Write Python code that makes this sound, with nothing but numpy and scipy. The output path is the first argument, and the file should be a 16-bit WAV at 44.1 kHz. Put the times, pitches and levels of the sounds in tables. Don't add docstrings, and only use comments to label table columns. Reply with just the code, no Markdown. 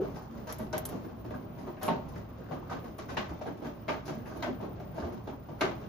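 import sys
import numpy as np
from scipy import signal
from scipy.fft import rfft, irfft, next_fast_len
from scipy.io import wavfile
from scipy.ndimage import uniform_filter1d

SR = 44100
rng = np.random.default_rng(int(sys.argv[2]) if len(sys.argv) > 2 else 0)


def inscribe(sig):
    pcm = np.round(np.clip(np.atleast_2d(sig).T, -1, 1) * 32767)
    wavfile.write(sys.argv[1], SR, pcm.astype(np.int16))


N = 259308
TIME_S = np.arange(N) / SR
FFT_SIZE = next_fast_len(N + SR // 2)
FREQ_HZ = np.maximum(np.fft.rfftfreq(FFT_SIZE, 1 / SR), 1)

# frequency in Hz, relative level in dB.
DRIVE_SPECTRUM = [(13, -68), (22, -9.5), (125, 1), (167, 0), (493, -12), (598, -9), (880, -16.5),
                  (1120, -16.5), (1530, -24), (1810, -28.5), (3080, -34), (3400, -37.5), (5910, -47),
                  (7000, -53), (9100, -83), (15400, -120)]
# frequency in Hz, base level in dB.
HUM_PARTIALS = [(70, -56), (114, -55), (240, -82)]
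# start in seconds, pitch in Hz, peak in dB.
SPRING_BUMPS = [(3.289, 66, -38), (3.628, 67.5, -46), (5.022, 79, -34.5)]
# frequency in Hz, width in Hz, relative gain in dB.
TUB_MODES = [(359, 21, 0.5), (618, 41, 5.5), (761, 29, 1.5), (909, 9.1, 1), (1086, 14.5, 4.5),
             (1210, 29, 3), (1532, 22, 8), (1540, 10, -15), (1970, 67, -0.5), (2830, 15, -8), (3230, 57, 0)]
# frequency in Hz, width in Hz, relative gain in dB.
TICK_MODES = [(3190, 61, 8), (6130, 130, -3), (9100, 85, -3), (10500, 2900, 1.5), (11700, 270, 10),
              (13300, 370, 4)]
# start in seconds, level in dB, contact in seconds, spot pitch in Hz.
GLASS_TICKS = [(0.525, -31, 0.0033, 12500), (0.584, -43.5, 0.007, 11650), (0.615, -60, 0.049, 11400),
               (0.78, -24, 0.0026, 12600), (0.853, -27, 0.0059, 10830), (0.888, -41, .008, 12400),
               (1.83, -31, 0.0044, 12400), (1.841, -43, 0.013, 10800), (1.857, -42.5, 0.019, 10800),
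               (1.877, -47, 0.0056, 10300), (2.983, -43, 0.0019, 11200), (4.426, -57, .003, 11000),
               (5.608, -50, .004, 11800)]
# frequency in Hz, relative level in dB.
SPLASH_SPECTRUM = [(65, -36), (110, -12.5), (250, -12.5), (514, -10), (632, -0.5), (730, -5.5), (915, -8.5),
                   (4640, -21.5), (6450, -23), (8610, -40), (10100, -34), (15000, -46)]
# start in seconds, pitch in Hz, level in dB, glide as a share of pitch.
AIR_GULPS = [(0.0, 343, -19, 0.25), (0.0, 532, -25.5, -0.07), (0.017, 408, -21, 0.21),
             (0.046, 650, -36, 0.11), (0.938, 187.4, -27, 0.04), (1.06, 324.4, -35, 0.03),
             (1.265, 260, -39, 0.013), (2.513, 152, -29.5, 0.016), (3.125, 252, -35, 0.04),
             (3.305, 161, -32, 0.13), (3.415, 600, -27.5, 0.0017), (3.474, 447, -35, 0.077),
             (3.504, 302, -33, -0.048), (4.468, 670, -24, 0.054), (4.488, 378, -25.5, 0.067),
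             (4.506, 263, -28, 0.033), (4.63, 376, -38, 0.16), (4.98, 650, -26.5, -0.0037),
             (5.051, 330, -32, 0.11), (5.335, 263, -33, 0.04), (5.615, 292, -19, 0.23),
             (5.637, 374, -20.5, -0.03)]
# start in seconds, pitch in Hz, level in dB, squeeze time in seconds.
FOLD_SMACKS = [(0.167, 910, -39, 0.016), (0.49, 1190, -48, 0.012), (0.594, 1170, -41, .008),
               (0.728, 6600, -32.5, .003), (0.737, 1370, -39, .008), (1.338, 1130, -35, 0.013),
               (1.57, 1090, -48, 0.0048), (1.673, 900, -37.5, .014), (1.769, 2080, -45, 0.019),
               (2.159, 1500, -41.5, 0.0059), (2.511, 1010, -43, 0.0056), (2.568, 1200, -39, 0.014),
               (2.696, 1490, -36.5, 0.0081), (2.713, 1105, -31, 0.016), (2.764, 1110, -37, .01),
               (3.088, 2200, -49, .008), (3.17, 2800, -27, 0.0093), (3.173, 1190, -39, .014),
               (3.413, 1520, -52, 0.0041), (3.474, 1520, -38, .012), (3.886, 2140, -23.5, 0.0099),
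               (3.891, 940, -24.5, 0.012), (4.254, 2020, -40, .025), (4.314, 1230, -39, 0.021),
               (4.425, 1270, -36, 0.015), (5.02, 1400, -39, .022), (5.043, 2300, -48, 0.012),
               (5.127, 1510, -57, .008), (5.325, 1150, -43, 0.0064), (5.609, 2360, -32, 0.016),
               (5.617, 1440, -24, .014)]
# start in seconds, level in dB, pitch region in Hz.
BUNDLE_KNOCKS = [(0.737, -23, 640), (1.882, -11.5, 974), (1.885, -28, 1240), (3.175, -27, 2820),
                 (3.89, -35, 2050)]
# start in seconds, level in dB, pitch in Hz.
CLOTH_SLAPS = [(0.737, -34, 680), (1.308, -35, 700), (1.8795, -30, 2500), (1.8825, -24, 1050),
               (2.156, -40, 1400), (2.511, -37, 800), (2.713, -27, 850), (3.1695, -27, 2700),
               (3.173, -24, 1040), (3.415, -32, 650), (3.883, -34, 2100), (3.892, -21.5, 850),
               (4.4245, -26, 3600), (4.601, -32, 650), (4.802, -38, 700), (4.981, -26, 680),
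               (5.276, -44, 900), (5.61, -20, 3000), (5.617, -26, 640)]
# low edge in Hz, high edge in Hz.
PART_BANDS = [(130, 419), (450, 998), (1050, 4300), (3400, 34000)]
# base level in dB, dB per dB of strength, dB per dB of wetness.
PART_LEVELS = [(-36.5, 0.7446, -0.52), (-35, 1.18, 0.09), (-45, 1.29, 1.3666), (-57.5, 0.7, 2.12)]
# time in seconds, contact in seconds, strength in dB, wetness in dB
LANDINGS = [(0.0, 0.019, -4.5, -1), (0.152, 0.0041, -7, 3.5), (0.218, 0.0015, -18, 5),
            (0.316, 0.042, -13, 0), (0.47, 0.0011, -3, 6), (0.488, 0.005, -5.5, 7.5),
            (0.587, 0.0081, -3, 0.5), (0.727, 0.0046, 3.5, 3), (0.85, 0.038, -8, 2.5),
            (0.917, 0.0056, -3.5, -3), (1.038, 0.0012, -7.5, -12), (1.243, 0.0031, -4.5, -0.5),
            (1.305, 0.0012, -1.5, -1), (1.335, 0.0082, -8, -1.5), (1.569, 0.019, -9.5, 1),
            (1.664, 0.0036, -3, -1), (1.811, 0.015, -0.5, 4.5), (1.879, 0.0023, 13, -2.5),
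            (2.082, 0.002, -11.5, 3.5), (2.152, 0.0062, -7, 2), (2.507, 0.0071, -0.5, 0),
            (2.695, 0.0015, -3.5, 5), (2.712, 0.0058, 2, 1), (2.839, 0.0012, -3, 0.5),
            (2.984, 0.0003, -2, 6), (3.084, 0.0074, -2, 3.5), (3.167, 0.00061, 8.5, 5),
            (3.289, 0.0022, -4.5, 2), (3.411, 0.00098, -1.5, 2.5), (3.454, 0.0065, 0, -2),
            (3.617, 0.0025, -2, -2.5), (3.645, 0.0034, -0.5, 2), (3.88, 0.0064, 5.5, 3),
            (4.053, 0.0054, -11, 8.5), (4.077, 0.0019, -1, 5), (4.079, 0.013, -5, 0.5),
            (4.252, 0.027, -8.5, 2), (4.345, 0.013, -7, 0.5), (4.423, 0.0032, 5, 4),
            (4.465, 0.00076, -0.5, -8), (4.601, 0.0024, -3.5, -0.5), (4.622, 0.0061, -1, -4),
            (4.797, 0.00084, -5, 1), (4.937, 0.031, -5.5, 0), (4.98, 0.003, -10, -4),
            (5.021, 0.018, -4, -2.5), (5.118, 0.004, -7, 1.5), (5.272, 0.00064, 0, 1),
            (5.484, 0.0016, -6, -0.5), (5.608, 0.00065, 9.5, 7), (5.617, 0.01, 5, -4),
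            (5.808, 0.0066, -10, -0.5)]


def undb(db):
    return 10 ** (np.asarray(db) / 20)


def unit_rms(x):
    return x / np.sqrt(np.mean(x ** 2))


def unit_energy(x):
    return x / np.sqrt(np.sum(x ** 2, axis=-1, keepdims=True))


def add_at(out, start_s, sound):
    start = int(start_s * SR)
    out[start:start + len(sound)] += sound


def leak(x, decay_s):
    keep = np.exp(-1 / (decay_s * SR))
    return signal.lfilter([1 - keep], [1, -keep], x)


def filt(x, response):
    return irfft(rfft(x, FFT_SIZE) * response, FFT_SIZE)[..., :N]


def colour(points):
    hz, db = np.transpose(points)
    return undb(np.interp(np.log(FREQ_HZ), np.log(hz), db))


def mode(hz, width_hz):
    return 1 / (1 + 1j * (FREQ_HZ ** 2 - hz ** 2) / (FREQ_HZ * width_hz))


def band(x, lo_hz, hi_hz):
    sos = signal.butter(3, [lo_hz, min(hi_hz, SR / 2 - 1)], "band", fs=SR, output="sos")
    return signal.sosfilt(sos, x)


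def walk(rate_hz):
    hold = int(SR / rate_hz)
    steps = np.repeat(rng.standard_normal(N // hold + 1), hold)
    return unit_rms(uniform_filter1d(uniform_filter1d(steps, hold), hold)[:N])


def impacts(rate_hz, spread_db):
    size = undb(spread_db * np.minimum(rng.exponential(size=N), 4))
    return rng.standard_normal(N) * size * (rng.random(N) < rate_hz / SR)


def stereo(mid, side, wide_hz):
    share = 1 / np.sqrt(1 + (wide_hz / FREQ_HZ) ** 2)
    norm = 1 / np.sqrt(1 + share ** 2)
    return filt(mid, norm) + np.array([[1], [-1]]) * filt(side, share * norm)


def drive(stir_db, noise_db=-46.5, sway_db=1, wander_rad=1.65, whine_hz=15030, whine_db=-63.5):
    effort = undb(0.087 * stir_db - 1.4 * walk(4.84))
    noise = filt(rng.standard_normal((2, N)), colour(DRIVE_SPECTRUM))
    noise = unit_rms(stereo(*noise, wide_hz=560)) * undb(noise_db + sway_db * walk(5.4))
    rumble = filt(noise, 1 / (1 + (FREQ_HZ / 160) ** 4))
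    hum = 0
    for hz, db in HUM_PARTIALS:
        amplitude = np.sqrt(2) * undb(db + 2 * walk(9))
        hum += amplitude * np.sin(2 * np.pi * hz * TIME_S + wander_rad * walk(26))
    whine = unit_rms(filt(rng.standard_normal(N), mode(whine_hz, width_hz=110) ** 3))
    return effort * (rumble + hum) + (noise - rumble) + undb(whine_db) * whine


def bumps(swell_s=0.022):
    out = 0
    for start_s, hz, db in SPRING_BUMPS:
        age_s = np.maximum(TIME_S - start_s, 0)
        swell = (age_s / swell_s * np.exp(1 - age_s / swell_s)) ** 2
        out += undb(db) * swell * np.sin(2 * np.pi * hz * age_s)
    return out


def pool_resonance(x, hz=240, width_hz=16, gain_db=8, drift_octaves=0.082):
    pitch_hz = hz * 2 ** (drift_octaves * walk(6.8))
    carrier = np.exp(2j * np.pi * np.cumsum(pitch_hz) / SR)
    return undb(gain_db) * np.real(carrier * leak(x / carrier, decay_s=1 / (np.pi * width_hz)))


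def tub_body(x):
    steel = 1 + sum(undb(db) * mode(hz, width_hz) for hz, width_hz, db in TUB_MODES) / 2
    return filt(x, steel) + pool_resonance(x)


def tub_echoes(x, t60_low_s=0.39, t60_high_s=0.27, direct_db=-9, ring_db=-2.5):
    noise = rng.standard_normal((2, N))
    low = filt(noise, 1 / (1 + (FREQ_HZ / 900) ** 2))
    high = noise - low
    hop, age_s = SR // 16, TIME_S[:SR // 2]
    fade_low, fade_high = undb(-60 * age_s / t60_low_s), undb(-60 * age_s / t60_high_s)
    echoes, padded = np.zeros((2, N + SR)), np.pad(x, (hop, 2 * hop))
    window = np.sin(np.pi * np.arange(2 * hop) / (2 * hop))
    for start in range(0, N + hop, hop):
        pick = rng.integers(N - len(age_s)) + np.arange(len(age_s))
        tail = unit_energy(low[:, pick] * fade_low + high[:, pick] * fade_high)
        frame = window * padded[start:start + 2 * hop]
        echo = signal.fftconvolve(frame[None], tail, axes=1)
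        echoes[:, start:start + echo.shape[1]] += echo
    ring = stereo(*tub_body(echoes[:, hop:hop + N]), wide_hz=332)
    return undb(ring_db) * ring + undb(direct_db) * x


def door(x, t60_s, ring_db, direct_db):
    tail = unit_energy(rng.standard_normal((2, N)) * undb(-60 * TIME_S / t60_s))
    return undb(direct_db) * x + undb(ring_db) * filt(x, rfft(tail, FFT_SIZE))


def ticks(top_hz=14500, spot_db=16, spot_width_hz=130, rise_s=0.000079, detune=0.0043):
    out, age_s = np.zeros(N + SR), TIME_S[:SR // 8]
    grit = unit_rms(impacts(rate_hz=15000, spread_db=3))
    for start_s, db, contact_s, spot_hz in GLASS_TICKS:
        start = int(start_s * SR)
        contact = (1 - np.exp(-age_s / rise_s)) * np.exp(-age_s / contact_s)
        force = contact * grit[start:start + len(age_s)]
        ring = 0
        for hz, width_hz, mode_db in TICK_MODES + [(spot_hz, spot_width_hz, spot_db)]:
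            pitch_hz = hz * (1 + detune * rng.standard_normal())
            envelope = undb(mode_db) * width_hz * np.exp(-np.pi * width_hz * age_s)
            ring += envelope * np.cos(2 * np.pi * pitch_hz * age_s)
        add_at(out, start_s, undb(db) * signal.fftconvolve(force, unit_energy(ring)))
    return filt(out[:N], 1 / (1 + (FREQ_HZ / top_hz) ** 20))


def bubble(hz, cycles, glide):
    age = TIME_S[:int(2 * cycles / hz * SR)] * hz / cycles
    envelope = np.exp(-np.pi * age) * (1 - np.exp(-2 * cycles * age))
    return envelope * np.sin(2 * np.pi * cycles * age * (1 + glide * age / 2))


def swarm(count, lo_hz, hi_hz, cycles, spread_db, glide):
    out = np.zeros(N + SR)
    for when, pitch, size in rng.random((count, 3)):
        ring = bubble(lo_hz * (hi_hz / lo_hz) ** pitch, cycles, glide)
        add_at(out, when * N / SR, ring * undb(-spread_db * np.log(max(size, 0.05))))
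    return unit_rms(out[:N])


def water(stir_db, period_s=0.8, crest_s=0.15, swing_db=3, gurgle_db=-52, drip_db=-62, fizz_db=-66):
    surge_db = swing_db * np.cos(2 * np.pi * (TIME_S - crest_s) / period_s) + walk(4)
    slosh, trickle = undb(0.34 * stir_db + surge_db), undb(0.2 * stir_db + surge_db)
    gurgle = swarm(count=650, lo_hz=132.5, hi_hz=990, cycles=5.1, spread_db=6.5, glide=0.087)
    drips = swarm(count=700, lo_hz=560, hi_hz=1600, cycles=6, spread_db=4, glide=0.15)
    patter = filt(impacts(rate_hz=1000, spread_db=3.6), colour(SPLASH_SPECTRUM))
    fizz = unit_rms(band(patter, 780, 11000))
    return slosh * undb(gurgle_db) * gurgle + trickle * (undb(drip_db) * drips + undb(fizz_db) * fizz)


def gulps():
    out = np.zeros(N + SR)
    for start_s, hz, db, glide in AIR_GULPS:
        add_at(out, start_s, undb(db) * bubble(hz, cycles=14, glide=glide))
    return out[:N]


def run_off(spray, drain_s=0.004, gain_db=-42, flicker_db=3.5):
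    film = leak(spray, drain_s)
    crackle = impacts(rate_hz=4000, spread_db=3.3)
    hiss = unit_rms(band(band(crackle, 9800, 12300), 9800, 12300))
    return hiss * np.sqrt(film + 1e-5) * undb(gain_db + flicker_db * walk(59))


def spatter(splat, fall_s=0.026, gain_db=-33, spurt_db=4):
    airborne = leak(splat, fall_s)
    patter = filt(impacts(rate_hz=500, spread_db=4), colour(SPLASH_SPECTRUM))
    drops = unit_rms(band(patter, 1200, 8000))
    return drops * (airborne + 1e-6) ** 0.64 * undb(gain_db + spurt_db * walk(45))


def smacks(count=18, spread_octaves=0.33):
    out = np.zeros(N + SR)
    for start_s, hz, db, squeeze_s in FOLD_SMACKS:
        for k, (late, size) in enumerate(rng.random((count, 2))):
            air_left = 1 - (k + late) / (count + 1)
            pop = bubble(hz * 2 ** (spread_octaves * (2 * size - 1)), cycles=4.8, glide=0.02)
            add_at(out, start_s - squeeze_s * np.log(air_left), undb(db) * np.sqrt(air_left) * pop)
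    return out[:N]


def knocks(reach_octaves=0.16, gain=0.27):
    out, age_s = np.zeros(N + SR), TIME_S[:SR // 2]
    for start_s, db, region_hz in BUNDLE_KNOCKS:
        for hz, width_hz, _ in TUB_MODES:
            nearness = np.exp(-(np.log2(hz / region_hz) / reach_octaves) ** 2)
            ring = np.sin(2 * np.pi * hz * age_s) * np.exp(-np.pi * width_hz * age_s)
            add_at(out, start_s, undb(db) * nearness * ring)
    return gain * out[:N]


def slaps(count=8, span_s=0.013, fall_db=-11, spread_octaves=0.33):
    out = np.zeros(N + SR)
    for start_s, db, hz in CLOTH_SLAPS:
        for k, (early, size, polarity) in enumerate(rng.random((count, 3))):
            progress = max(k - early, 0) / count
            octaves = spread_octaves * (2 * size - 1) if k else 0
            pulse = np.sign(polarity - 0.5) * bubble(hz * 2 ** octaves, cycles=2.06, glide=0.02)
            add_at(out, start_s + progress * span_s, undb(db + fall_db * progress) * pulse)
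    return out[:N]


def small_landings(count=24, contact_s=0.0062, strength_db=-16, wetness_db=-1, scatter_db=2):
    when, strength, wetness = rng.random((count, 3)).T
    strengths_db = strength_db + scatter_db * (2 * strength - 1)
    wetnesses_db = wetness_db + scatter_db * (2 * wetness - 1)
    return list(zip(when * N / SR, [contact_s] * count, strengths_db, wetnesses_db))


def landing_forces(give_s=0.0028, thud_lag_s=0.0028, stream_s=0.011, stream_db=-22):
    forces_squared = np.zeros((4, N + 2 * SR))
    age_s = np.arange(-SR // 16, SR // 4) / SR
    lag_s = np.array([[thud_lag_s], [0], [0], [0]])
    stream = undb(stream_db) * np.exp(-abs(age_s) / stream_s)
    base_db, per_strength, per_wetness = np.transpose(PART_LEVELS)
    for time_s, contact_s, strength_db, wetness_db in LANDINGS + small_landings():
        part_db = base_db + per_strength * strength_db + per_wetness * wetness_db
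        progress = np.maximum(age_s, 0) / (contact_s + give_s + lag_s)
        shape = progress * np.exp(1 - progress) + stream
        start = SR + int((time_s + age_s[0]) * SR)
        forces_squared[:, start:start + len(age_s)] += (undb(part_db)[:, None] * shape) ** 2
    return np.sqrt(forces_squared[:, SR:SR + N])


def churn_db(thud, settle_s=0.38):
    stir_db = 10 * np.log10(leak(thud ** 2, settle_s) + 1e-7)
    return stir_db - np.mean(stir_db)


def flops(forces, burst_db=1, wash_db=-2, t60s_s=(0.42, 0.38, 0.36, 0.33)):
    grains = np.array([impacts(rate_hz=9000, spread_db=2.6) for _ in range(3)])
    splash = filt(grains, colour(SPLASH_SPECTRUM))
    burst, wash = 0, 0
    for force, edges_hz, t60_s in zip(forces, PART_BANDS, t60s_s):
        drops = unit_rms(band(splash, *edges_hz))
        stored_energy = leak(force ** 2, decay_s=t60_s / np.log(1e6))
        burst += force * drops[0]
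        wash += np.sqrt(stored_energy) * drops[1:]
    return undb(burst_db) * burst, undb(wash_db) * stereo(*tub_body(wash), wide_hz=298)


def scene():
    forces = landing_forces()
    thud, _, splat, spray = forces
    clicks, pockets, steel, pops, cloth = ticks(), gulps(), knocks(), smacks(), slaps()
    burst, wash = flops(forces)
    stir_db, drops = churn_db(thud), spatter(splat)
    split = np.sqrt(0.5)
    wet = split * burst + water(stir_db) + drops + undb(-10) * pockets + undb(-2) * pops
    hits = undb(-29) * clicks + undb(-16) * steel + undb(-5) * cloth
    tub = tub_echoes(wet + hits) + split * wash + steel + undb(-4) * pockets
    near = undb(-5) * pops + cloth + undb(-6) * drops
    glass = door(near, t60_s=0.047, ring_db=4.5, direct_db=-4.5)
    glass += door(clicks, t60_s=0.074, ring_db=-6, direct_db=-2)
    return tub + glass + run_off(spray) + bumps() + drive(stir_db)


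def record(dry, lag_s=0.000026, low_cut_hz=30, top_hz=15800):
    notch = (1 - mode(8400, width_hz=820)) ** 2
    low_cut = 1 / np.sqrt(1 + (low_cut_hz / FREQ_HZ) ** 4)
    left = colour([(1000, -0.2), (2200, 1.0), (4500, 2.5), (8000, -0.15)])
    right = np.exp(-2j * np.pi * FREQ_HZ * lag_s) / left
    heard = filt(dry, notch * low_cut * np.array([left, right]))
    return signal.sosfilt(signal.ellip(8, 0.2, 70, top_hz, fs=SR, output="sos"), heard)


dry = scene()
out = record(dry)
inscribe(out)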